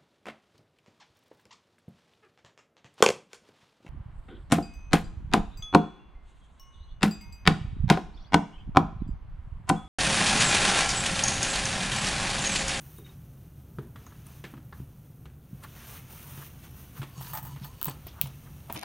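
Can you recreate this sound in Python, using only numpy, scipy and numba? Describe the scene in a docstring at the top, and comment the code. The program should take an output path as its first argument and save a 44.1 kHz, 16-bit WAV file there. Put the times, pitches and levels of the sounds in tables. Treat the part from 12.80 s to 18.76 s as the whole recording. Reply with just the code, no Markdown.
"""First a sleeve swishes over a cloth-covered table, and twisted lead sinkers squeak in a wooden mould.
Hands then knock the wood (short clacks and hollow ringing modes), sinkers jiggle and the table thuds.
Around three seconds in, the cloth strokes (uneven, filtered noise) grow stronger. Past four seconds the
block is turned and dragged with a rasp and squeal (friction noise in resonances), and its wire frame
rattles. From five seconds, sinkers snap free as sharp clicks. The small room rumbles softly throughout."""
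import sys
import numpy as np
from scipy import signal
from scipy.fft import rfft, irfft
from scipy.io import wavfile
from scipy.ndimage import uniform_filter1d
from numba import njit

SR = 44100
rng = np.random.default_rng(int(sys.argv[2]) if len(sys.argv) > 2 else 0)


def transcribe(signal):
    """Save signal, clipped to [-1, 1], as a 16-bit WAV file at the path in sys.argv[1]."""
    frames = np.atleast_2d(signal).T
    limited = np.clip(frames, -1, 1)
    pcm = np.round(limited * 32767).astype(np.int16)
    wavfile.write(sys.argv[1], SR, pcm)


N = 262836  # length of the scene [samples]
T = np.arange(SR // 4) / SR  # time since a blow [s]

# Hands knock the wood: (time [s], clack level [dB], clack pitch [Hz], hollow body level [dB],
# body pitch [Hz], bright edge level [dB])
KNOCKS = [(0.185, -58, 1220, -47, 360.5, -75), (0.985, -44, 1306, -35, 359, -57),
          (1.158, -49, 1456, -56, 356, -54), (1.265, -51, 1304, -71, 366, -79),
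          (1.321, -54.5, 1290, -69, 353, -81), (1.6394, -46.5, 1700, -45.5, 379, -44.5),
          (1.649, -45.5, 1750, -44, 256.6, -50), (1.737, -51.5, 1140, -41, 237, -66.5),
          (1.775, -57, 1310, -48, 250, -63), (1.925, -45.5, 1370, -64, 344, -70),
          (2.0, -67, 1200, -44, 247, -70), (2.455, -54.5, 1186, -55.5, 376, -56.5),
          (2.835, -57, 1460, -55, 257, -51), (3.577, -73, 1000, -48, 315, -54.5),
          (4.217, -47, 1350, -43, 328, -45.5), (4.229, -44.5, 1090, -45, 269, -45.5),
          (4.761, -53, 1190, -68, 357, -55), (5.014, -46.5, 1230, -64, 364, -67),
          (5.057, -44.5, 1060, -66, 358, -49), (5.0818, -37, 1015, -44, 292, -45.5),
          (5.267, -49, 750, -53, 365, -53), (5.457, -48, 1050, -57, 246, -56),
          (5.898, -38.5, 922, -43, 242, -45), (5.954, -44.5, 900, -52, 300, -53)]
# A clack's colour: (ratio to its pitch [-], relative level per Hz [dB])
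CLACK_COLOUR = [(.2, 0), (.5, -3.5), (.8, 7), (1, 0.5), (1.3, 3.5), (1.7, -13.5), (3, -14), (6, -44)]
# The hard edge of a knock: (frequency [Hz], relative level per Hz [dB])
EDGE_COLOUR = [(1200, -2), (2100, 0), (3300, -2), (4200, -9.5), (5500, -16), (9000, -16.5), (16000, -25)]
# Ringing of the wooden block: (ratio to the body pitch [-], relative level [dB], time to fall 60 dB [s])
BLOCK_MODES = [(.55, 11.5, 0.045), (.7, -10, 0.021), (0.917, 2.5, 0.14), (1.002, -11, 0.14),
               (1.142, -2.5, 0.24), (1.3, 2.5, 0.084), (1.5, -16, 0.094)]
CONTACT_T60_S = 0.058  # the main noise of a clack or edge falls 60 dB in this time

# Lead snaps free of its groove: (time [s], tick level [dB], woody crack level [dB])
SNAPS = [(5.0145, -38, -46.5), (5.029, -28.5, -50), (5.046, -30, -58), (5.0563, -29.5, -56),
         (5.069, -37, -66), (5.097, -40, -60), (5.4135, -21, -32.5), (5.926, -34, -56)]
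# Bright tick of metal on a hard edge: (frequency [Hz], relative level per Hz [dB])
TICK_COLOUR = [(1500, -40), (4500, -27), (6400, -21), (7200, -24), (8130, -16), (9800, -20), (11300, -10),
               (12400, -11), (13700, -2), (14600, -3), (15700, 0), (16500, -2), (17500, -12)]
# Woody crack of a snap: (frequency [Hz], relative level per Hz [dB])
CRACK_COLOUR = [(300, -15), (1100, -11.5), (1700, -27), (2500, -5.5), (3050, -6), (3800, -8), (4400, -12),
                (5200, -12), (9000, -21)]
# Ringing of the groove wall: (frequency [Hz], relative level [dB], time to fall 60 dB [s])
GROOVE_MODES = [(2660, 0, 0.011), (3140, -4, 0.01), (3670, 5, 0.0029), (4200, -13, 0.022),
                (6440, -11.5, 0.0083)]

# Shoves that scrape the block along: (start [s], length [s], level before mixing its parts [dB],
# squeal pitch before its wobble [Hz])
SHOVES = [(4.38, .11, -52, 1023), (4.554, 0.031, -52.5, 865), (4.673, 0.059, -54.5, 957),
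          (4.843, 0.063, -55.5, 960), (5.051, 0.062, -48.5, 986)]
SHOVE_ATTACK_S, SHOVE_RELEASE_S = 0.034, 0.02
# Rasp of the dragged block: (frequency [Hz], relative level per Hz [dB])
RASP_COLOUR = [(500, 15), (900, -16), (1700, -25), (2400, 10), (3000, 2), (3900, 10), (4600, -12),
               (5100, -7), (6200, 0), (7300, 6), (8400, 9.5), (11000, -5)]
# Sharp resonances of the scraping frame: (middle frequency [Hz], width [Hz], middle relative level [dB])
FRAME_MODES = [(864, 75, 3), (1282, 34, 7), (1730, 37, -0.5), (1845, 69, -11), (2950, 140, 1),
               (4510, 240, -0.5), (5500, 120, -2.5), (6400, 290, -6), (9800, 590, -12), (11900, 990, -3.5)]

# Bouts of the wire frame rattling: (start [s], length [s], first low ring [dB], first high ring [dB])
RATTLES = [(4.4105, .01, -45, -46.5), (4.534, .055, -38.5, -36.5), (4.628, .055, -49, -44.5),
           (4.845, .01, -48, -44.5)]
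# Low bending modes of the wire: (frequency [Hz], relative level [dB], time to fall 60 dB [s])
WIRE_LOW = [(883, 0.5, 0.082), (871.3, 0.5, 0.077), (960, -20, 0.059), (1234, -6.5, 0.12), (1470, -23, 0.1),
            (1745, -13, 0.14), (1920, -14.5, 0.15), (2840, -20, 0.041)]
# High modes of the wire: (frequency [Hz], relative level [dB], time to fall 60 dB [s])
WIRE_HIGH = [(8400, -8, .06), (11960, -7, .06), (12345, -5, .07), (12750, -7, .07), (13472, 0, .12),
             (14730, -8, .04)]
# Wire chattering on wood: (frequency [Hz], relative level per Hz [dB])
CHATTER_COLOUR = [(300, -31), (650, 7), (950, 13.5), (1900, 0), (2400, -3.5), (4400, -7), (5200, -8),
                  (9000, -4), (12000, -27)]
# Average time between bounces, its uneven share, and the 60 dB fall time of the chatter noise
BOUNCE_S, BOUNCE_SCATTER, CHATTER_T60_S = .02, .1, 0.12
BOUNCE_LOW_DB, BOUNCE_HIGH_DB = -0.3, -1  # change at each bounce: the high ring weakens sooner

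# Loose sinkers jiggle: (start [s], length [s], middle level [dB], lowest pitch [Hz], highest pitch [Hz])
JIGGLES = [(1.168, .18, -69, 1090, 2980), (1.655, .15, -66.5, 1170, 3080), (2.458, .14, -73, 1100, 2600),
           (4.407, 0.14, -55, 990, 5970), (4.631, 0.19, -61, 1000, 5000), (5.028, .085, -49.5, 900, 4000),
           (5.909, .05, -55, 900, 4020)]
JIGGLE_PER_S, JIGGLE_SCATTER_DB, JIGGLE_T60_S = 49, 4, .02

# Lead squeaking as it is twisted: (start [s], length [s], level [dB])
SQUEAKS = [(0.179, 0.041, -66), (0.248, 0.021, -61), (0.293, 0.021, -65)]
SQUEAK_START_HZ, SQUEAK_SAG_HZ_PER_S = 3770, 2500

# Brief rubs of finger, lead or wood: (time of peak [s], level [dB], pitch [Hz],
# time for the swell to fall to about a third on either side [s])
RUBS = [(0.267, -57.5, 2280, 0.013), (2.846, -45, 1360, 0.0088), (2.839, -51, 11900, 0.0079),
        (3.335, -53.5, 715, 0.004), (3.627, -48.5, 1400, 0.0059), (4.178, -51, 1470, 0.012),
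        (4.467, -53.5, 5040, 0.021), (4.576, -47.5, 4530, .004), (4.841, -51, 4160, 0.015),
        (5.286, -52.5, 4460, 0.016), (5.391, -51, 1130, 0.033), (5.473, -49, 13600, .003),
        (5.673, -57, 1570, 0.0092), (5.902, -40, 900, 0.0055), (5.948, -45, 13500, 0.016)]
# Small tinks of wire loops: (time [s], main pitch before a slight random shift [Hz], level [dB],
# time to fall 60 dB [s])
TINKS = [(0.183, 9800, -57, .03), (1.265, 6480, -56, .2), (1.4673, 9650, -55, 0.017),
         (5.082, 8370, -43, 0.064), (5.269, 14400, -44, 0.057)]
# Soft thuds of the table: (time [s], level [dB])
THUDS = [(0.984, -34.5), (1.999, -38), (2.729, -36), (3.574, -39.5), (4.193, -33.5), (4.373, -39),
         (4.814, -36.5), (5.069, -34), (5.436, -33), (5.948, -38.5)]
# The table judders as the block is turned: (start [s], length [s], level [dB])
TURN = (4.42, 0.35, -45.5)

# Strokes of sleeve and glove over cloth: (start [s], length [s], swish level before mixing [dB],
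# fine hiss level before mixing [dB])
STROKES = [(0.01, 0.18, -63.5, -58.5), (0.267, 0.065, -62.5, -70), (1.197, 0.52, -62.5, -67.5),
           (1.465, 0.13, -58, -61.5), (1.954, 0.063, -64.5, -65), (2.97, 0.12, -51.5, -56),
           (3.073, 0.099, -49.5, -50), (3.308, 0.14, -53.5, -52), (3.475, 0.19, -52, -51),
           (3.839, 0.013, -53.5, -59), (3.96, 0.079, -59.5, -56.5), (4.175, 0.012, -50.5, -50.5),
           (4.43, .08, -53.5, -48)]
STROKE_ATTACK_S, STROKE_RELEASE_S = 0.021, 0.031
# The cloth keeps rubbing between strokes, more once the block is held:
# (time [s], swish level before mixing [dB])
STEADY_RUB = [(0, -64.5), (.7, -69.5), (1.75, -70), (2.15, -68), (2.6, -74.5), (2.9, -57), (4.3, -59.5),
              (5.15, -60), (5.96, -59.5)]
# Fine hiss at the loudest steady rub, before mixing, and dB of hiss per dB of rub
RUB_HISS_DB, RUB_HISS_SLOPE = -60.5, 0.57
# Sleeve on cloth: (frequency [Hz], relative level per Hz [dB])
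SLEEVE_COLOUR = [(200, -2), (600, 0), (1200, 2), (2000, -2.5), (2800, 1), (4900, -8), (6200, -1),
                 (7800, -11), (9100, -1), (10500, -6), (12000, -3), (13500, 2.5), (15700, -1.5),
                 (16200, -35)]

# Rumble of the room: (frequency [Hz], relative level per Hz [dB])
ROOM_COLOUR = [(12, -20), (20, -24.5), (68, -1), (101, -4.5), (134, -0.5), (198, -13), (234, -14.5),
               (472, -26), (590, -29), (1150, -37.5), (1370, -35.5), (2140, -51), (3340, -55), (7950, -65),
               (16000, -67)]
ROOM_RUMBLE_DB = -48.5  # middle level, around which the rumble wanders and rises
RUMBLE_RISE_DB_PER_S = 0.15  # the rumble grows as the handling gets busier
TOP_HZ = 16450  # sound above this is left out


def knocks(push_s=0.00083, tail_ratio=7):
    """Wood gives a short clack and a slower hollow ring, and leaves a wash in the room."""
    out = np.zeros(N)
    push = 1 - np.exp(-(T / push_s) ** 2)  # wood yields, so the force takes a moment to build
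    tail_t60 = tail_ratio * CONTACT_T60_S
    for s, clack_db, clack_hz, body_db, body_hz, edge_db in KNOCKS:
        wood = [(ratio * clack_hz, db) for ratio, db in CLACK_COLOUR]
        tock_modes = [(clack_hz * 0.917, -3, .025), (clack_hz, 0, .04), (clack_hz * 1.2, -4, .035)]
        tock = ring(tock_modes, 1.8, 0.037)
        clack = 1.06 * tock + burst(wood, CONTACT_T60_S) + undb(-5) * burst(wood, tail_t60)
        edge = burst(EDGE_COLOUR, CONTACT_T60_S) + undb(-5) * burst(EDGE_COLOUR, tail_t60)
        block = [(ratio * body_hz, db, decay) for ratio, db, decay in BLOCK_MODES]
        wash = [(60, -20), (body_hz / 2, -2), (body_hz * 0.87, 0), (body_hz * 2, -18), (4000, -60)]
        body = ring(block, 0.28, 0.043) + undb(-7) * burst(wash, 0.54)
        knock = loud(push * clack, clack_db) + loud(push * edge, edge_db) + loud(push * body, body_db)
        add(out, s, knock)
    return out


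def snaps(echo_s=0.0086, echo_db=-20, room_db=-15, crack_room_db=-8):
    """Lead lets go of the wood in under a millisecond; a near surface and the room answer faintly."""
    out = np.zeros(N)
    for s, tick_db, crack_db in SNAPS:
        tick = click(TICK_COLOUR) + .3 * burst(TICK_COLOUR, .006)
        tick = tick + undb(room_db) * burst(TICK_COLOUR, 0.17)
        crack = ring(GROOVE_MODES, 1, .02) + .3 * burst(CRACK_COLOUR, .02)
        crack = crack + undb(crack_room_db) * burst(CRACK_COLOUR, 0.29)
        snap = loud(tick, tick_db) + loud(crack, crack_db)
        add(out, s, snap)
        add(out, s + echo_s, undb(echo_db) * snap)
    return out


def scrape(width_hz=80.0, squeal_db=-4, rasp_db=-7, frame_db=-3, unevenness_db=2.5):
    """Stick and slip rasp along the block, ring the frame and excite a squeal that shifts with each shove."""
    force = sum(undb(db) * swell(s, length, SHOVE_ATTACK_S, SHOVE_RELEASE_S)
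                for s, length, db, _ in SHOVES)
    hz, = curves([(s + length / 2, pitch) for s, length, _, pitch in SHOVES])
    slips = catches(0.5)
    hz = hz * (1 + 0.069 * walk(25))  # the squeal wobbles
    squeal = resonate(resonate(slips, hz, width_hz), hz, 4 * width_hz)
    frame = np.zeros(N)
    for f, width, level in FRAME_MODES:
        gain = undb(level + 3.6 * walk(25))
        frame += gain * resonate(slips, f * (1 + 0.0095 * walk(21)), float(width))
    parts = undb(squeal_db) * squeal / squeal.std()
    parts = parts + undb(frame_db) * frame / frame.std()
    parts = parts + undb(rasp_db) * colour(slips, RASP_COLOUR)
    return force * undb(unevenness_db * walk(60)) * parts


def rattles(chatter_db=0, touch_db=-7):
    """The wire lands with a tick, chatters against lead and wood, rings on and bounces until the bout ends."""
    out = np.zeros(N)
    for s, length, low_db, high_db in RATTLES:
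        for k in range(int(length / BOUNCE_S) + 1):
            chatter = undb(chatter_db) * burst(CHATTER_COLOUR, CHATTER_T60_S)
            low = ring(WIRE_LOW, 1.0, 0.0093) + chatter + undb(touch_db) * click(CHATTER_COLOUR)
            high = ring(WIRE_HIGH, 2, .0006) + 1.2 * burst(TICK_COLOUR, CHATTER_T60_S)
            high = high + .35 * click(TICK_COLOUR)
            add(out, s, loud(low, low_db + k * BOUNCE_LOW_DB) + loud(high, high_db + k * BOUNCE_HIGH_DB))
            s = s + BOUNCE_S * (1 + BOUNCE_SCATTER * rng.standard_normal())
    return out


def jiggles(count=24):
    """Loose sinkers make light random contacts, each a dry tap with its own colour."""
    out = np.zeros(N)
    for s, length, db, low_hz, high_hz in JIGGLES:
        for k, (late, place, size) in enumerate(rng.random((count, 3))):
            delay = (k + late) / JIGGLE_PER_S
            hz = low_hz * (high_hz / low_hz) ** place
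            tap_colour = [(hz / 4, -24), (hz / 2, -10), (hz, 0), (hz * 2, -14), (hz * 4, -34)]
            tap = burst(tap_colour, JIGGLE_T60_S)
            if delay < length:
                add(out, s + delay, loud(tap, db + JIGGLE_SCATTER_DB * (2 * size - 1)))
    return out


def squeaks(width_hz=55.0, edge_s=0.0028):
    """Twisted lead sings in a narrow band that sags as the twist slows."""
    out = np.zeros(N)
    for s, length, db in SQUEAKS:
        elapsed = np.clip(np.arange(N) / SR - s, 0, length)
        hz = SQUEAK_START_HZ - SQUEAK_SAG_HZ_PER_S * elapsed
        sing = resonate(resonate(rng.standard_normal(N), hz, float(width_hz)), hz, 4. * width_hz)
        out += undb(db) * swell(s, length, edge_s, edge_s) * sing / sing.std()
    return out


def rubs(width_ratio=0.066):
    """A short slide swells and dies, singing a little at one pitch."""
    out = np.zeros(N)
    middle = T.mean()
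    for s, db, hz, half in RUBS:
        grit_colour = [(ratio * hz, level) for ratio, level in CLACK_COLOUR]
        grit = colour(rng.standard_normal(len(T)), grit_colour)
        sing = resonate(grit, np.full(len(T), float(hz)), float(width_ratio * hz))
        shape = np.exp(-np.abs((T - middle) / half) ** 0.91)
        add(out, s - middle, loud((grit + 0.86 * sing) * shape, db))
    return out


def tinks():
    """A wire loop rings with a close pair of modes over a tiny tick."""
    out = np.zeros(N)
    for s, hz, db, t60 in TINKS:
        pair = ring([(hz, 0, t60), (hz * 0.93, -5, t60)], 0.63, 0.0066)
        tick = burst([(hz / 2, -25), (hz, 0), (hz * 2, -30)], 0.013)
        add(out, s, loud(pair + 0.9 * tick, db))
    return out


def thuds(table_hz=137, t60=0.19, push_s=0.0035, judder_width_hz=18.0):
    """Soft, slow pushes set the table top swinging; it judders while the block is turned."""
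    out = np.zeros(N)
    push = 1 - np.exp(-(T / push_s) ** 2)
    for s, db in THUDS:
        swing = ring([(table_hz, 0, t60), (105, -9, .08), (175, -10, .08)], 6.5, 0.005)
        add(out, s, loud(swing * push, db))
    start, length, db = TURN
    hz = np.full(N, float(table_hz))
    judder = resonate(rng.standard_normal(N), hz, float(judder_width_hz))
    judder = resonate(judder, hz, 3.1 * judder_width_hz)
    turning = undb(db) * swell(start, length, SHOVE_ATTACK_S, SHOVE_RELEASE_S)
    return out + turning * judder / judder.std()


def cloth(grain=0.26, swish_db=-3.5, hiss_db=-1, scuff_db=-9):
    """Threads slip over each other; folds make swish and hiss flutter apart and add dull scuffs."""
    swish, hiss = rubbing()
    rustle = colour(catches(grain), SLEEVE_COLOUR)
    low = signal.sosfiltfilt(signal.butter(2, 8000, fs=SR, output="sos"), rustle)
    high = rustle - low
    folds = walk(38)
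    scuffs = resonate(rng.standard_normal(N), 1000 * np.exp(0.49 * walk(14)), 570.0)
    swish_part = undb(swish + swish_db + 0.26 * folds) * low / low.std()
    hiss_part = undb(hiss + hiss_db + .5 * folds + 0.42 * walk(98)) * high / high.std()
    scuff_part = undb(swish + scuff_db + 2.1 * walk(25)) * scuffs / scuffs.std()
    return swish_part + hiss_part + scuff_part


def rubbing():
    """Swish and fine hiss of the cloth in dB: the strongest stroke of the moment over a light steady rub."""
    rub, = curves(STEADY_RUB)
    strokes = [(swell(s, length, STROKE_ATTACK_S, STROKE_RELEASE_S), swish_db, hiss_db)
               for s, length, swish_db, hiss_db in STROKES]
    stroke_swish = np.max([gain * undb(db) for gain, db, _ in strokes], axis=0)
    stroke_hiss = np.max([gain * undb(db) for gain, _, db in strokes], axis=0)
    steady_hiss = undb(RUB_HISS_DB + RUB_HISS_SLOPE * (rub - rub.max()))
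    swish = np.hypot(undb(rub), stroke_swish)
    hiss = np.hypot(steady_hiss, stroke_hiss)
    return 20 * np.log10(swish), 20 * np.log10(hiss)


def reflect(x, lag_s=0.0026, share=0.19, sway=0.11):
    """The table top returns the sound of the moving arm a moment later, combing it."""
    i = np.arange(N)
    lag = lag_s * SR * (1 + sway * walk(3.6))  # the delay drifts around lag_s
    return (x + share * np.interp(i - lag, i, x)) / np.hypot(1, share)


def room_tone(hum_db=-55, hiss_db=-72):
    """A low rumble and a humming resonance slowly rise together, under thin hiss."""
    rumble = colour(rng.standard_normal(N), ROOM_COLOUR) * undb(ROOM_RUMBLE_DB + 0.75 * walk(4.86))
    hum_colour = [(40, -87), (115, -26.5), (137, -5.0), (160, -16.0), (500, -63)]
    hum = colour(rng.standard_normal(N), hum_colour)
    hiss_colour = [(500, 11.5), (1400, -4), (2000, 0), (3200, -7), (5000, -6.0), (15500, -5.0), (16300, -19)]
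    hiss = colour(rng.standard_normal(N), hiss_colour)
    rise = undb(RUMBLE_RISE_DB_PER_S * (np.arange(N) - N / 2) / SR)
    return rise * (rumble + undb(hum_db) * hum) + undb(hiss_db) * hiss


def undb(db):
    """Turn decibels into gain."""
    return 10 ** (np.asarray(db) / 20)


def add(out, s, x):
    """Mix x into out from time s."""
    i = max(int(s * SR), 0)
    out[i:i + len(x)] += x[:max(N - i, 0)]


def gains(spectrum, n):
    """Read a spectrum's gain at each frequency of an n-point transform."""
    hz, db = np.transpose(spectrum)
    bins_hz = np.arange(n // 2 + 1) * SR / n
    return undb(np.interp(np.log(bins_hz + 1), np.log(hz), db))


def colour(x, spectrum):
    """Filter x by a spectrum and scale it to a standard deviation of 1."""
    y = irfft(rfft(x) * gains(spectrum, len(x)), len(x))
    return y / y.std()


def click(spectrum, size=1024):
    """Pack a spectrum's energy as early as possible into one pulse (minimum phase); energy 1."""
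    cepstrum = irfft(np.log(gains(spectrum, size)))
    # folding the second half onto the first puts the energy at the start
    cepstrum[1:size // 2] *= 2
    cepstrum[size // 2 + 1:] = 0
    y = irfft(np.exp(rfft(cepstrum)))
    return np.pad(y / np.linalg.norm(y), (0, len(T) - size))


def fade(t60):
    """Die away exponentially, by 60 dB in t60 seconds."""
    return np.exp(-np.log(1000) * T / t60)


def burst(spectrum, t60):
    """Fading noise stands for crowded resonances or reflections dying together; energy 1."""
    y = colour(rng.standard_normal(len(T)), spectrum) * fade(t60)
    return y / np.linalg.norm(y)


def ring(modes, scatter_db, detune):
    """Fading sine modes, weighted and detuned anew by each point of contact; energy 1."""
    y = np.zeros(len(T))
    chance = rng.standard_normal((len(modes), 3))
    for (hz, db, t60), (strength, shift, sign) in zip(modes, chance):
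        gain = np.sign(sign) * undb(db + scatter_db * strength)
        y += gain * np.sin(2 * np.pi * hz * (1 + detune * shift) * T) * fade(t60)
    return y / np.linalg.norm(y)


def loud(x, db, size=441):
    """Scale a blow so that its loudest 10 ms have this level."""
    power = uniform_filter1d(x ** 2, size, mode="constant")
    return x * undb(db) / np.sqrt(power.max())


def walk(rate):
    """Wander slowly at random with a spread near 1, taking rate new steps a second."""
    k = int(SR / rate)
    steps = rng.standard_normal(2048)[np.arange(N) // k]
    return uniform_filter1d(steps, k) / np.sqrt(2 / 3)


@njit
def resonate(x, hz, width):
    """A band-pass filter whose centre can move every sample."""
    y, band, low = np.empty(len(x)), 0., 0.
    for i in range(len(x)):
        g, k = np.tan(np.pi * hz[i] / SR), width / hz[i]
        v = (band + g * (x[i] - low)) / (1 + g * (g + k))
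        band, low, y[i] = 2 * v - band, low + 2 * g * v, k * v
    return y


def curves(table):
    """Join the rows of a table with straight lines into one control per column."""
    s, *columns = np.transpose(table)
    return [np.interp(np.arange(N) / SR, s, c) for c in columns]


def catches(grain, size=16):
    """Friction: dense tiny slips of unequal strength, more unequal with more grain."""
    strength = np.exp(grain * rng.standard_normal(N // size + 1))
    return rng.standard_normal(N) * strength.repeat(size)[:N]


def swell(start, length, attack, release):
    """The gain of one movement: it gathers speed, holds and dies away."""
    t = np.arange(N) / SR
    return np.exp(-np.maximum(start - t, 0) / attack - np.maximum(t - start - length, 0) / release)


def scene():
    """Everything reaches one microphone, alike in both channels."""
    handling = knocks() + snaps() + scrape() + rattles() + jiggles() + squeaks() + rubs() + tinks()
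    mono = handling + thuds() + reflect(cloth()) + room_tone()
    return np.array([mono, mono])


def record(dry):
    """A steep low-pass filter leaves out everything above TOP_HZ."""
    return signal.sosfilt(signal.ellip(8, .2, 70, TOP_HZ, fs=SR, output="sos"), dry)


dry = scene()
out = record(dry)
transcribe(out)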